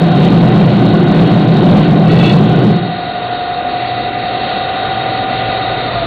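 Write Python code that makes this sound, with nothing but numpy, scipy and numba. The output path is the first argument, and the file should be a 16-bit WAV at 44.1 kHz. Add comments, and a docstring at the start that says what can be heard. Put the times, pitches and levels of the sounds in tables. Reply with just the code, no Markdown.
"""A gas burner roars in a crucible furnace inside a block-walled shop until the gas is shut at 2.7 s.
The air blower whines on; near the end its motor is cut and it starts to run down.
Roar is flickering noise plus chamber resonances; the blower is drifting tones, air noise and a humming casing.
A steel tool scrapes nearby, boots and cloth shuffle, a second motor hums and a low rumble comes up.
A small microphone chain rides its gain, cuts the treble and clips on the roar."""
import sys
import numpy as np
from scipy import signal
from scipy.fft import rfft, irfft, next_fast_len
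from scipy.io import wavfile
from scipy.ndimage import uniform_filter1d
from numba import njit

SR = 44100
rng = np.random.default_rng(int(sys.argv[2]) if len(sys.argv) > 2 else 0)


def how_loud(loudness_db):
    """Turn decibels into a plain amplitude multiplier (0 dB gives 1, 20 dB gives 10)."""
    steps = np.asarray(loudness_db, float) / 20
    return 10 ** steps


def file_out(sig):
    """Save sig as 16-bit WAV at sys.argv[1]."""
    # one column per channel
    cols = np.atleast_2d(sig).T
    # limit, then scale
    lim = np.clip(cols, -1, 1)
    pcm = np.round(lim * 32767).astype(np.int16)
    wavfile.write(sys.argv[1], SR, pcm)


N = 267246

# broad roar of the flame, before its burn gain: pitch_hz, level_db (per Hz)
FLAME_COLOUR = [(25, -55), (90, -53), (130, -33.5), (230, -33.5), (400, -37.5), (800, -53.5), (1500, -68),
                (3000, -61), (5000, -77.5)]
# furnace chamber and shop resonances, before the burn gain: pitch_hz, width_hz, level_db (rms)
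CHAMBER_MODES = [(109.9, 5.1, -20.5), (122.7, 10, -11.5), (153.1, 20, -8.5), (168.8, 8.5, -5.5),
                 (188.4, 35, -11.5), (203.86, 11.4, -8.5), (261.4, 17, -22.5), (295.4, 7.3, -16.5),
                 (336.7, 18, -19.5), (355, 6.8, -19), (383.6, 13, -21.5), (510, 3.7, -27),
                 (591.5, 23, -24.5), (725, 59, -18), (1044, 46, -33), (1478, 98, -30)]
BURN_DB = 1  # heat release
SHUT_S, SHOP_T60_S = 2.677, 0.87  # the valve shuts; the roar then falls 60 dB in this time

# whine of the blower at full speed, in two groups: pitch_hz, level_db (re the whine)
LOWER_WHINE = [(716, -1), (728, -7)]
UPPER_WHINE = [(762, 0), (776.4, -11), (666, -12)]
# each whine swells once: usual_db, swell_db, peak_s, half_length_s, change_db (per % of speed lost)
LOWER_WHINE_SWELL = (-26.5, 9, 3.5, 1, 1)
UPPER_WHINE_SWELL = (-28, 6, 5.5, 2, -1.2)
# bearing and gear tones at full speed, before the air load: pitch_hz, level_db (rms)
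BEARING_TONES = [(961, -42.5), (1453, -39.5), (1499, -43.5), (1548, -54.5), (1817, -45.5), (1850, -43.5),
                 (1935, -44), (1968, -44), (1992, -40), (2003, -43.5), (2191, -57.5), (2237, -63),
                 (2484, -45.5), (2546, -46), (2684, -44.5), (2729, -40), (3093, -51), (3117, -51.5),
                 (3252, -61), (3276, -47.5), (3297, -50), (3421, -57.5), (3669, -45.5), (3714, -43),
                 (3760, -36), (3959, -49.5), (4027, -49.5), (4161, -43.5), (4204, -46), (4390, -50)]
# colour of the rushing air, of which only the shape counts: pitch_hz, level_db (per Hz)
AIR_COLOUR = [(15, -60.5), (25, -21), (118, -7), (226, -7), (646, -6.5), (736, -8.5), (876, -15.5),
              (1220, -15.5), (1450, -19.5), (1610, -20), (1960, -19), (3460, -22), (3780, -17.5),
              (4600, -26), (5980, -57), (10100, -120)]
AIR_DB = -20  # rms of the rushing air before the air load
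# casing resonances, before the air load: pitch_hz, width_hz, level_db (rms)
CASING_MODES = [(116, 25, -33.5), (1413, 190, -37), (1954, 220, -38), (3758, 98, -35)]
LOAD_DB, LOAD_SAG_DB_PER_S = 0.75, 0.38  # air load of the blower, easing slowly
CUT_S = 5.68  # the motor is cut
RUNDOWN_SHARE, RUNDOWN_BEND = 0.32, 1.6  # share of speed lost 1 s after the cut; power of time, gathering pace
HOT_WAVER_RAD = 0.95  # extra phase wander of the whine through the burning gas

# modes of the scraped steel, before they are widened and trimmed: pitch_hz, width_hz, level_db
STEEL_MODES = [(1320, 31, -5), (1460, 31, -8), (1930, 36, -6), (2270, 37, -10), (2640, 37, 0),
               (2850, 23, -7), (3430, 47, -2), (3740, 58, -9), (3920, 85, -13), (4300, 30, -6)]
# strokes of steel dragged over the floor:
# peak_s, half_length_s, pressure_db, brightness_db (per octave)
SCRAPE_STROKES = [(2.123, 0.052, -23.5, -5), (2.238, .055, -18.5, 1), (2.332, .04, -21.5, 3)]
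# shuffles of boots and cloth: peak_s, half_length_s, level_db, centre_hz
SHUFFLE_SWELLS = [(0.235, 0.038, -23, 2000), (0.723, 0.066, -28.5, 2460), (1.769, 0.14, -24.5, 1800),
                  (3.859, 0.1, -27.5, 2500), (4.492, 0.11, -29, 2200)]
# hum of a second motor at its own speed: pitch_hz, level_db (rms)
NEIGHBOUR_TONES = [(119, -31), (1208, -37), (1219, -41.5), (1254, -53), (1273, -49), (1418, -45.5),
                   (1429, -41)]
RUMBLE_DB, RUMBLE_RISE_DB = -44, 7  # level before the rise, and the rise
RUMBLE_S, RUMBLE_RISE_S = 5.4, 0.2  # middle of the rise and its time scale


def seconds():
    """Time of every sample."""
    return np.arange(N) / SR


def swell(peak_s, half_length_s):
    """A bell-shaped rise and fall, 1 at its peak."""
    return np.exp(-((seconds() - peak_s) / half_length_s) ** 2)


def unit(x):
    """Scale to rms 1."""
    return x / np.sqrt(np.mean(x ** 2))


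def walk(rate):
    """Random levels held 1 / rate s and slewed twice; spread near 1."""
    hold = int(SR / rate)
    steps = np.repeat(rng.standard_normal(N // hold + 1), hold)
    slewed = uniform_filter1d(uniform_filter1d(steps, hold), hold)
    return 1.32 * slewed[:N]


def ring(x, hz, width):
    """A steep-skirted resonance driven by x, rms 1."""
    # each of the two passes is broader, as the pair narrows the peak
    b, a = signal.iirpeak(hz, hz / (1.5 * width), fs=SR)
    return unit(signal.lfilter(b, a, signal.lfilter(b, a, x)))


def resonances(modes):
    """A bank of resonances, each shaken by its own noise."""
    return sum(how_loud(db) * ring(rng.standard_normal(N), hz, width) for hz, width, db in modes)


def turbulence(colour, flicker_db, rate):
    """Noise of a given colour in half-octave bands, each flickering on its own."""
    size = next_fast_len(N)
    hz = np.maximum(np.arange(size // 2 + 1) * SR / size, 1)
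    at, db = np.transpose(colour)
    density = how_loud(np.interp(np.log(hz), np.log(at), db))
    coloured = rfft(rng.standard_normal(size)) * density * np.sqrt(SR / 2)
    place = np.clip(2 * np.log2(hz / 25), 0, 15)  # half octaves above 25 Hz
    total = np.zeros(N)
    for k in range(16):
        crossfade = np.cos(np.pi / 2 * np.clip(place - k, -1, 1)) ** 2
        band = irfft(coloured * crossfade, size)[:N]
        total += band * how_loud(flicker_db * walk(rate))
    return total


def tone(hz, turns, waver, flicker_db):
    """A near-steady tone of rms about 1 that follows turns, its phase (radians) and level drifting."""
    phase = 2 * np.pi * (hz * turns + rng.random()) + waver * walk(6)
    return np.sqrt(2) * np.sin(phase) * how_loud(flicker_db * walk(2.88))


def burning():
    """Gain of the flame: steady, then dying away after the valve shuts."""
    return how_loud(-60 * np.maximum(seconds() - SHUT_S, 0) / SHOP_T60_S)


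def flame():
    """Unsteady burning shakes the chamber modes over a broad roar that surges."""
    modes = resonances(CHAMBER_MODES)
    roar = how_loud(1.1 * walk(10)) * turbulence(FLAME_COLOUR, flicker_db=2.0, rate=9)
    return how_loud(BURN_DB + 1.1 * walk(5)) * burning() * (modes + roar)


def whine_group(lines, swelling, turns, slip):
    """Whine tones that swell once, waver through hot gas and glide as speed is lost."""
    usual_db, swell_db, peak_s, half_length_s, change_db = swelling
    waver = 0.59 + HOT_WAVER_RAD * burning() + 70 * slip
    level_db = usual_db + swell_db * swell(peak_s, half_length_s)
    total = np.zeros(N)
    for hz, db in lines:
        # gliding tones cross the standing waves of the shop and break up
        breakup_db = 2.5 * np.minimum(walk(25), 0)
        gain = how_loud(level_db + db + 100 * slip * (change_db + breakup_db))
        total += gain * tone(hz, turns, waver, flicker_db=0.64)
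    return total


def blower():
    """Shaft-locked whine and bearing tones, rushing air and a humming casing."""
    slip = RUNDOWN_SHARE * np.maximum(seconds() - CUT_S, 0) ** RUNDOWN_BEND  # share of speed lost
    turns = np.cumsum(1 - slip) / SR  # time as the slowing shaft counts it
    whine = (whine_group(LOWER_WHINE, LOWER_WHINE_SWELL, turns, slip)
             + whine_group(UPPER_WHINE, UPPER_WHINE_SWELL, turns, slip))
    bearings = sum(how_loud(db) * tone(hz, turns, waver=0.9, flicker_db=2.0) for hz, db in BEARING_TONES)
    air = how_loud(AIR_DB) * unit(turbulence(AIR_COLOUR, flicker_db=1.0, rate=7))
    casing = resonances(CASING_MODES)
    load = how_loud(LOAD_DB - LOAD_SAG_DB_PER_S * seconds())
    # slowing down, the bearing tones slide off the casing resonances and fade
    return whine + load * (how_loud(-110 * slip) * bearings + air + casing)


def scrape():
    """Stick-slip grains ring the steel; faster rubbing wakes the higher modes."""
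    grains = rng.standard_normal(N) * how_loud(1.6 * walk(55))
    modes = [(hz, how_loud(db - 1.5) * ring(grains, hz, 1.6 * width)) for hz, width, db in STEEL_MODES]
    hiss = how_loud(-4.0) * ring(grains, 3000, 2700)
    total = np.zeros(N)
    for peak_s, half_length_s, pressure_db, brightness in SCRAPE_STROKES:
        steel = sum(how_loud(brightness * np.log2(hz / 2600)) * mode for hz, mode in modes)
        total += how_loud(pressure_db) * swell(peak_s, half_length_s) * (hiss + steel)
    return total


def shuffles():
    """Soft broad swells of friction noise from boots and cloth."""
    return sum(how_loud(db) * swell(peak_s, half_length_s) * ring(rng.standard_normal(N), hz, 1.4 * hz)
               for peak_s, half_length_s, db, hz in SHUFFLE_SWELLS)


def neighbour():
    """Tones of another motor that holds its own speed."""
    return sum(how_loud(db) * tone(hz, seconds(), waver=0.5, flicker_db=1.2) for hz, db in NEIGHBOUR_TONES)


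def rumble():
    """A narrow low drone of resonant noise that comes up late."""
    rise = (1 + np.tanh((seconds() - RUMBLE_S) / RUMBLE_RISE_S)) / 2
    return how_loud(RUMBLE_DB + RUMBLE_RISE_DB * rise) * ring(rng.standard_normal(N), 51, 9.1)


def scene():
    """Everything reaches one microphone."""
    return (flame() + blower() + scrape() + shuffles() + neighbour() + rumble())[None]


@njit
def follow(power, start, attack, release):
    """Level follower: quick up, slow down."""
    level, out = start, np.empty(len(power))
    for i in range(len(power)):
        level += (power[i] - level) * (attack if power[i] > level else release)
        out[i] = level
    return out


def ride_gain(x):
    """Gain control that partly evens the level, quick to duck and slow to recover."""
    power = uniform_filter1d(x[0] ** 2, size=2048)
    attack_s, release_s = 0.036, 0.6
    heard = follow(power, power[:SR].max(), 1 / (attack_s * SR), 1 / (release_s * SR))
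    return x * (how_loud(-13.0) ** 2 / heard) ** 0.18


def clip(x, ceiling, knee):
    """Overload that flattens peaks at the ceiling; a higher knee bends more sharply."""
    return x / (1 + np.abs(x / ceiling) ** knee) ** (1 / knee)


def cut_treble(x):
    """A steep treble cut, with its highest band flickering and dropping out for moments."""
    top_hz, flicker_from_hz = 4560, 3950
    x = signal.sosfiltfilt(signal.ellip(10, 0.2, 50, top_hz, fs=SR, output="sos"), x)
    body = signal.sosfiltfilt(signal.butter(6, flicker_from_hz, fs=SR, output="sos"), x)
    return body + (x - body) * how_loud(np.minimum(14 * (walk(45) + 0.83), 0))


def roll_off(x):
    """The treble ends steeply here."""
    return signal.sosfilt(signal.butter(12, 15870, fs=SR, output="sos"), x)


def record(dry):
    """Gain control, a steep treble cut, overload, then a presence lift."""
    x = ride_gain(dry)
    x = clip(x, ceiling=0.94, knee=3.66)  # the capsule squeezes the loudest swings
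    x = cut_treble(x)
    # the preamp rounds, the converter clips; both splash above the treble cut
    x = clip(x, ceiling=0.88, knee=8.4)
    x = clip(x, ceiling=0.63, knee=120)
    # a coupling filter tilts the flat tops
    x = signal.sosfilt(signal.butter(1, 22, "highpass", fs=SR, output="sos"), x)
    # the presence lift ripples the flattened peaks
    presence = signal.sosfiltfilt(signal.butter(1, 500, "highpass", fs=SR, output="sos"), x)
    mix = x + 0.35 * presence
    return roll_off(mix)


dry = scene()
out = record(dry)
file_out(out)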